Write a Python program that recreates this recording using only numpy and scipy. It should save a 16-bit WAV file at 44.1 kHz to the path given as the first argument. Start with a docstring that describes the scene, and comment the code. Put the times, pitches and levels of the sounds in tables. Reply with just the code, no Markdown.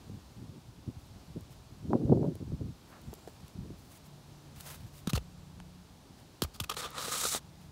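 """Wind turbulence on a phone's microphone: a frozen pattern of noise swept past faster in stronger air, with eddies.
Leaves hiss as broadband noise beneath it, and far motor hums are wavering sines.
A blanket rustles and ticks by fine friction grains; a foot drags in grass, twigs snap, an insect buzzes faintly.
A foam tube bumps the phone (thuds falling in pitch), scuffs it and drags along it (stick-slip noise)."""
import sys
import numpy as np
from scipy import signal
from scipy.fft import rfft, irfft
from scipy.io import wavfile
from scipy.ndimage import uniform_filter1d, map_coordinates

SR = 44100
rng = np.random.default_rng(int(sys.argv[2]) if len(sys.argv) > 2 else 0)


def wav_record(signal):
    """Record a signal, one row per channel, as 16-bit PCM in the file named by sys.argv[1]."""
    frames = np.transpose(np.atleast_2d(signal))
    bounded = np.clip(frames, -1, 1)
    # unit amplitude maps onto the largest positive 16-bit level
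    quanta = np.round(bounded * 32767).astype(np.int16)
    wavfile.write(sys.argv[1], SR, quanta)


N = 340011
T = np.arange(N) / SR  # time in seconds

# Background breeze on the microphone, rising, falling and lulling.
# Each row: time in seconds, level in dB before flutter.
BREEZE = [(0, -64), (1.0, -64), (1.45, -59), (1.8, -53), (2.73, -55), (2.76, -70), (2.95, -61.5),
          (3.17, -75), (3.34, -75), (3.45, -60), (3.9, -68), (4.6, -60.5), (5.6, -55.5), (5.87, -68),
          (6.38, -66.5), (6.72, -55), (6.95, -60), (7.71, -61)]
# The one strong gust, added to the breeze. Each row: time in seconds, level in dB before flutter.
STRONG_GUST = [(1.8, -56), (1.84, -45), (1.895, -42), (1.938, -25), (1.975, -35), (2.066, -36),
               (2.122, -28), (2.2, -32), (2.25, -31), (2.3, -41), (2.38, -50), (2.42, -65.5)]
# Short puffs of air. Each row: start in seconds, length in seconds, level in dB before flutter.
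PUFFS = [(0.049, 0.12, -47), (.35, 0.23, -47), (0.646, 0.031, -55), (0.753, 0.041, -48), (.85, 0.041, -41),
         (0.946, 0.028, -52), (1.09, 0.071, -53), (1.262, .04, -52), (1.338, 0.061, -43), (2.389, .04, -43),
         (2.451, .09, -43), (2.579, 0.12, -41.5), (2.996, .13, -48), (3.376, 0.068, -53), (3.529, .21, -44),
         (3.781, 0.0315, -52), (4.244, 0.066, -56), (4.558, 0.027, -53), (4.78, 0.067, -53),
         (5.888, 0.033, -54), (6.07, 0.058, -52.5)]
# Sudden eddies in the wind. Each row: time in seconds, envelope peak in dB, settled pitch in Hz.
EDDIES = [(0.097, -39.5, 252), (0.877, -41.5, 248), (1.361, -39, 253.5), (1.906, -30, 310),
          (1.933, -19.5, 563), (1.953, -29, 243.1), (2.015, -27, 256), (2.064, -38, 330), (2.097, -26, 380),
          (2.121, -22, 342), (2.158, -33, 362), (2.174, -29.5, 364.7), (2.194, -33.5, 299),
          (2.231, -28, 404), (2.243, -24.5, 317.5), (2.354, -41, 328), (2.403, -39.5, 249.6),
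          (2.52, -38.5, 310.3), (2.611, -37.5, 311), (3.65, -44, 248.4), (3.704, -40, 257)]
# Spectrum of the turbulence pattern at unit speed. Each row: frequency in Hz, relative density in dB per Hz.
TURBULENCE = [(15, -29), (45, -7.5), (90, -3.5), (150, -4.5), (250, -11.5), (400, -25), (700, -52.5),
              (1200, -95)]
PUFF_RISE_S, PUFF_FALL_S, PUFF_GROWS_DB = .03, .012, 3  # a puff builds up, then breaks off
WAKE_DB = -5.5  # turbulence behind an eddy, relative to the eddy

# Spectrum of the leaf hiss. Each row: frequency in Hz, relative density in dB per Hz.
LEAF_SPECTRUM = [(24, -48), (40, -6), (69, -2.5), (154, -4), (208, -7.5), (267, -7.5), (474, -16),
                 (862, -16), (1960, -27), (4260, -24), (15600, -38)]
LEAVES_DB = -61.5  # mean rms level of the hiss above 500 Hz
# Far motor tones. Each row: start in seconds, end in seconds, mean pitch in Hz, mean rms level in dB.
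MOTOR_TONES = [(4.4, 5.801, 81.86, -64), (6.901, 7.71, 82, -67), (4.0, 5.743, 146.1, -57),
               (5.15, 5.81, 178.3, -56), (6.7, 7.71, 146.6, -59.5), (7.38, 7.67, 177.7, -58)]
HUM_FADE_S = 0.084

# Blanket swishes. Each row: start in seconds, length in seconds, level in dB, brightness in dB per octave.
RUSTLE = [(.96, .11, -69, 7), (1.49, 0.039, -60.5, 1), (2.861, 0.042, -65, 8), (3.02, 0.48, -70.5, 0),
          (3.748, 0.14, -66.5, 6), (3.885, 0.083, -57.5, 5), (4.024, .05, -65, 5), (4.539, .22, -55, 3),
          (4.639, 0.096, -55, -2), (4.782, 0.097, -63.5, 0), (4.915, 0.083, -57.5, 5),
          (6.158, 0.044, -64.5, -2), (7.584, 0.065, -64.5, -1)]
# Blanket ticks. Each row: time in seconds, rms in dB before decay, brightness in dB per octave.
TICKS = [(1.409, -50.5, 5), (2.354, -45, 5), (3.0163, -51, 6), (3.1386, -37, 6.5), (3.1514, -47, 6),
         (3.2844, -49, -2), (3.296, -54.5, 3), (3.481, -46, 3), (4.608, -34, 5), (4.7454, -49, 2),
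         (4.9807, -47.5, 0.5), (5.6016, -40, -6.5), (6.905, -38, 11)]
SWISH_RISE_S, SWISH_FALL_S = 0.039, 0.018

# A foot drags in dry grass. Each row: time in seconds, level in dB before flicker.
GRASS = [(2.85, -79), (2.9, -66), (2.942, -49.5), (3.02, -65)]
# Twigs snap underfoot. Each row: time in seconds, rms in dB before the envelope.
TWIGS = [(3.13, -38), (3.181, -48.5), (3.274, -34)]
# Far insect. Each row: start in seconds, end in seconds, upper edge of the buzz in Hz, level in dB before fades.
INSECT = [(3.027, 3.359, 7520, -74.5), (5.197, 5.496, 7740, -78)]

# Tube bumps the phone. Each row: time in seconds, amplitude in dB before the envelope, first pitch in Hz,
# time constant of the pitch fall in ms, decay time in ms.
BUMPS = [(5.0738, -19.5, 234, 29, 7.9), (5.133, -20.5, 201.6, 21, 35), (5.175, -25.5, 90, 37, 24),
         (6.4202, -24, 535, 11, 7.1), (6.424, -26, 238, 14.3, 20), (6.449, -31, 75.5, 110, 19),
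         (6.604, -36, 500, 5.2, 6.3), (6.609, -31, 136.5, 36, 22)]
# Tube scuffs the phone. Each row: time in seconds, rms in dB before the envelope, length in ms,
# brightness in dB per octave, ring of the squeezed foam in Hz.
SCUFFS = [(5.071, -31.5, 4.2, -0.5, 3800), (5.089, -37, 15, 1, 4000), (5.1318, -29.5, 3.1, -0.5, 2500),
          (5.144, -35, 19.4, 0, 4400), (5.172, -36.5, 8.4, -2.5, 2700), (6.4192, -22, 3, 1.5, 4300),
          (6.435, -31.5, 3.8, 2.5, 4460), (6.442, -39.5, 9.3, -4.5, 2300), (6.53, -51.5, 30, 1.5, 4530),
          (6.599, -28.5, 5.6, 0, 3230), (6.618, -50, 6.9, 5, 3500), (6.634, -39.5, 11.2, 0, 2500),
          (6.692, -31, 10.8, 0, 3300), (6.705, -36.5, 18.3, -2.5, 3330), (6.733, -46.5, 12.4, 0, 2800),
          (6.764, -35.5, 10.4, -2, 4000), (6.82, -39.5, 40.6, -2, 3300), (6.980, -30.5, 2, -1.5, 3220),
          (7.081, -33.5, 2.6, -4, 2600), (7.25, -31, 5.6, -2, 3800), (7.347, -31.5, 4.2, -2.5, 3800)]
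# Tube drags along the phone. Each row: time in seconds, level in dB before the rush is added,
# mean brightness in dB per octave.
DRAG = [(6.76, -66, 4), (6.768, -41.5, 0), (6.86, -47.5, -8), (6.925, -53.5, -7), (6.975, -40, -4.5),
        (7.08, -44, -0.5), (7.12, -40, 0.5), (7.354, -41, 4), (7.375, -44, 1.5), (7.395, -60, -4)]
# Spectrum of the long drag. Each row: frequency in Hz, relative density in dB per Hz.
DRAG_SPECTRUM = [(120, -47.5), (200, -11), (407, -16), (480, -1.5), (642, -7), (1260, 4), (2570, -2),
                 (3830, 7), (7520, -6.5), (15600, -18)]
# Spectrum of short scuffs. Each row: frequency in Hz, relative density in dB per Hz.
SCUFF_SPECTRUM = [(240, -15), (400, 1), (643, -4), (1260, 1), (2190, -8), (2800, -2), (4370, -4),
                  (5020, -4), (6030, -4.5), (15600, -12)]
# Resonances of the phone case. Each row: frequency in Hz, width in Hz, gain in dB.
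CASE_RINGS = [(479.3, 32, 4), (1236, 170, 8), (3920, 700, 1.5), (7200, 1900, -0.5)]
SCUFF_RISE, SCUFF_FALL = 0.51, 0.23  # shares of the scuff length
RUSH_DB, RUSH_PER_BRIGHTNESS = -3, 1.62  # airy rush of the drag: base level, dB per unit of brightness
# The foam creeps on after a quick tap, less after a long scuff.
SETTLE_DB, SETTLE_DB_PER_MS, SETTLE_MS = -11, -0.76, 13.6
RING_WIDTH, RING_DB = 0.17, 7.5  # foam ring: width as a share of its pitch, gain

TOP_HZ = 15650  # upper limit of the phone's recording band


def undb(db):
    """Convert level to amplitude: 20 dB is a factor of ten."""
    return 10 ** (np.asarray(db) / 20)


def unit(x):
    """Normalise the mean power, so that rms is 1."""
    return x / np.sqrt(np.mean(x ** 2))


def read(table):
    """Interpolate a curve at every sample, its level as gain and zero outside its span."""
    s, db, *rest = np.array(table).T
    inside = (T >= s[0]) & (T <= s[-1])
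    gain = undb(np.interp(T, s, db)) * inside
    return [gain] + [np.interp(T, s, column) for column in rest]


def colour(x, points, rings=(), tilt_db=0):
    """Filter linearly in frequency: (Hz, dB) points, resonant bumps and a tilt per octave about 4 kHz."""
    hz = np.maximum(np.fft.rfftfreq(len(x), 1 / SR), 10)
    point_hz, point_db = np.array(points).T
    db = np.interp(np.log(hz), np.log(point_hz), point_db)
    db = db + sum(peak / (1 + (2 * (hz - centre) / width) ** 2) for centre, width, peak in rings)
    return irfft(rfft(x) * undb(db + tilt_db * np.log2(hz / 4000)), len(x))


def tilted(x, points, rings, tilt_db):
    """Cross-fade colourings of -6 and +6 dB per octave by square-root gains, so brightness can move in time."""
    dull = unit(colour(x, points, rings, -6))
    bright = unit(colour(x, points, rings, 6))
    share = np.clip(.5 + tilt_db / 12, 0, 1)
    return np.sqrt(1 - share) * dull + np.sqrt(share) * bright


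def walk(rate):
    """Slow random modulation: levels drawn rate times a second, joined by ramps; rms 1."""
    k = int(SR / rate)
    steps = np.repeat(rng.standard_normal(N // k + 1), k)
    return unit(uniform_filter1d(steps, k)[:N])


def grains(n, spread_db):
    """Friction noise as dense one-sample slips with a long tail of sizes."""
    return unit(rng.standard_normal(n) * undb(spread_db * rng.exponential(size=n)))


def swell(start, length, rise, fall):
    """Envelope of growth and relaxation: smooth rise, hold to the end of length, exponential fall."""
    up = np.sin(np.pi / 2 * np.clip((T - start) / rise, 0, 1)) ** 2
    return up * np.exp(-np.maximum(T - start - length, 0) / fall)


def add(out, s, x):
    """Superpose x on out from time s."""
    i = int(s * SR)
    out[i:i + len(x)] += x[:N - i]


def gusts():
    """Frozen turbulence swept past the microphone port: faster air is louder and higher in pitch."""
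    air = read(BREEZE)[0] + read(STRONG_GUST)[0] + 1e-6
    swirls = np.zeros(N)
    for s, length, db in PUFFS:
        growth_db = PUFF_GROWS_DB * np.clip((T - s) / length - 1, -1, 0)
        air = air + undb(db + growth_db) * swell(s, length, min(PUFF_RISE_S, length), PUFF_FALL_S)
    t = np.arange(SR // 10) / SR
    taper = np.cos(np.pi / 2 * t / t[-1]) ** 2
    phases = rng.random((len(EDDIES), 1))  # in turns
    for (s, peak_db, hz), phase in zip(EDDIES, phases):
        turns = hz * (t + 0.0025 * (1 - np.exp(-t / 0.0028)))  # the swirl starts fast and slows as it passes
        shape = turns ** 2 * np.exp(2 - 2 * turns)  # strongest after one turn
        add(swirls, s - .001, undb(peak_db) * np.sin(2 * np.pi * (turns + phase)) * shape)
        wake = (1 - np.exp(-t / 0.00298)) * np.exp(-t / 0.015) * taper
        add(air, s, undb(peak_db + WAKE_DB) * wake)
    # octaves of speed follow the air level, with a random part
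    octaves = .045 * (20 * np.log10(air) + 47) + .2 * walk(50)
    speed = 2 ** np.clip(octaves, -1.2, 2)
    pattern = unit(colour(rng.standard_normal(4 * N), TURBULENCE))
    swept = map_coordinates(pattern, [np.cumsum(speed)], order=1)
    flutter = undb(3.33 * walk(60) + 0.81 * walk(23.69))
    return swept * air * flutter + swirls


def woods():
    """Superposed distant sources: gently swelling broadband leaf hiss and frequency-modulated motor tones."""
    hiss = colour(rng.standard_normal(N), LEAF_SPECTRUM)
    above = signal.sosfilt(signal.butter(2, 500, "high", fs=SR, output="sos"), hiss)
    out = hiss / np.std(above) * undb(LEAVES_DB + .5 * walk(2.1))
    for start, end, hz, db in MOTOR_TONES:
        wavering_hz = hz * (1 + 0.0041 * walk(5.07))
        tone = np.sqrt(2) * np.sin(2 * np.pi * np.cumsum(wavering_hz) / SR)
        level = undb(db + 0.48 * walk(6.5))
        out = out + level * swell(start, end - start, HUM_FADE_S, HUM_FADE_S / 2) * tone
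    return out


def blanket():
    """Dry friction: fleece fibres slip in fine grains, and now and then a fold ticks as a decaying impulse."""
    swishes = np.array([undb(db) * swell(s, length, SWISH_RISE_S, SWISH_FALL_S)
                        for s, length, db, _ in RUSTLE])
    gain = swishes.sum(axis=0)
    tilt_db = np.array(RUSTLE)[swishes.argmax(axis=0), -1]  # the loudest swish sets the brightness
    fleece = [(150, -43), (600, -3.0), (3000, 2), (9000, -2.5), (15000, -8.0)]
    slips = grains(N, 2.4) * undb(2.0 * walk(70) + 1.2 * walk(250))
    out = tilted(slips, fleece, (), tilt_db) * gain
    t = np.arange(SR // 25) / SR
    for s, rms_db, tick_tilt_db in TICKS:
        tick = unit(colour(rng.standard_normal(len(t)), fleece, (), tick_tilt_db))
        add(out, s, undb(rms_db) * tick * np.exp(-t / .0012))
    return out


def feet():
    """Friction and fracture: a foot drags through dry grass, and small twigs give in short decaying bursts."""
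    blades = colour(grains(N, 4.1), [(300, -2), (800, 0), (1500, -2.0), (3500, -22), (9000, -35)])
    out = unit(blades) * read(GRASS)[0] * undb(2.8 * walk(90))
    t = np.arange(SR // 25) / SR
    snap = (1 - np.exp(-t / 0.00055)) * np.exp(-t / 0.0045)
    wood = [(150, -20), (350, 6.5), (1200, -13.0), (2500, -29.5), (8000, -33)]
    for s, rms_db in TWIGS:
        crack = unit(colour(rng.standard_normal(len(t)), wood))
        add(out, s, undb(rms_db) * crack * snap)
    return out


def insect():
    """Narrow-band noise: a faint buzz whose spectrum climbs to one pitch and drops steeply above it."""
    out = np.zeros(N)
    for start, end, hz, db in INSECT:
        n = int((end - start) * SR)
        buzz = colour(grains(n, 3.5), [(0.77 * hz, -40), (hz, 0), (1.0 * hz, -40)])
        add(out, start, undb(db) * unit(buzz) * np.hanning(n) ** 0.26)
    return out


def tube():
    """Stick-slip of foam cells on a resonant case; each bump pushes air at the port, a thud that sags in pitch."""
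    gain, tilt_db = read(DRAG)
    slips = grains(N, 1.64) * undb(1.0 * walk(90) + 1.67 * walk(300))
    rush = unit(colour(slips, [(4500, -17), (6500, -4.5), (8000, -1.5), (10000, -7.0), (13000, -17)]))
    rush_db = RUSH_DB + RUSH_PER_BRIGHTNESS * tilt_db + 0.71 * walk(30)
    scrape = tilted(slips, DRAG_SPECTRUM, CASE_RINGS, tilt_db + 2.4 * walk(40))
    out = gain * (scrape + undb(rush_db) * rush)
    t = np.arange(SR // 5) / SR
    ms = 1000 * t
    for s, rms_db, length, scuff_tilt_db, ring_hz in SCUFFS:
        rings = CASE_RINGS + [(ring_hz, RING_WIDTH * ring_hz, RING_DB)]
        after = np.maximum(ms - length, 0)
        release = np.exp(-after / (SCUFF_FALL * length))
        creep = undb(SETTLE_DB + SETTLE_DB_PER_MS * length) * np.exp(-(after / SETTLE_MS) ** 2)
        shape = np.clip(ms / (SCUFF_RISE * length), 0, 1) ** 2 * np.maximum(release, creep)
        scuff = unit(colour(grains(len(t), 2.46), SCUFF_SPECTRUM, rings, scuff_tilt_db))
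        add(out, s, undb(rms_db) * scuff * shape)
    for s, peak_db, first_hz, sag, length in BUMPS:
        hz = np.maximum(first_hz * np.exp(-ms / sag), 50)
        fade = (1 - np.exp(-ms / 0.52)) * np.exp(-(ms / length) ** 1.08)
        thud = -np.sin(2 * np.pi * np.cumsum(hz) / SR)
        add(out, s, undb(peak_db) * thud * fade)
    return out


def scene():
    """Linear superposition: all sources add at one microphone in the open air."""
    return (gusts() + woods() + blanket() + feet() + insect() + tube())[None]


def record(dry):
    """Band limiting: the phone drops the deepest bass and cuts the top."""
    dry = signal.sosfilt(signal.butter(2, 38, "high", fs=SR, output="sos"), dry)
    return signal.sosfilt(signal.ellip(10, .2, 80, TOP_HZ, fs=SR, output="sos"), dry)


dry = scene()
out = record(dry)
wav_record(out)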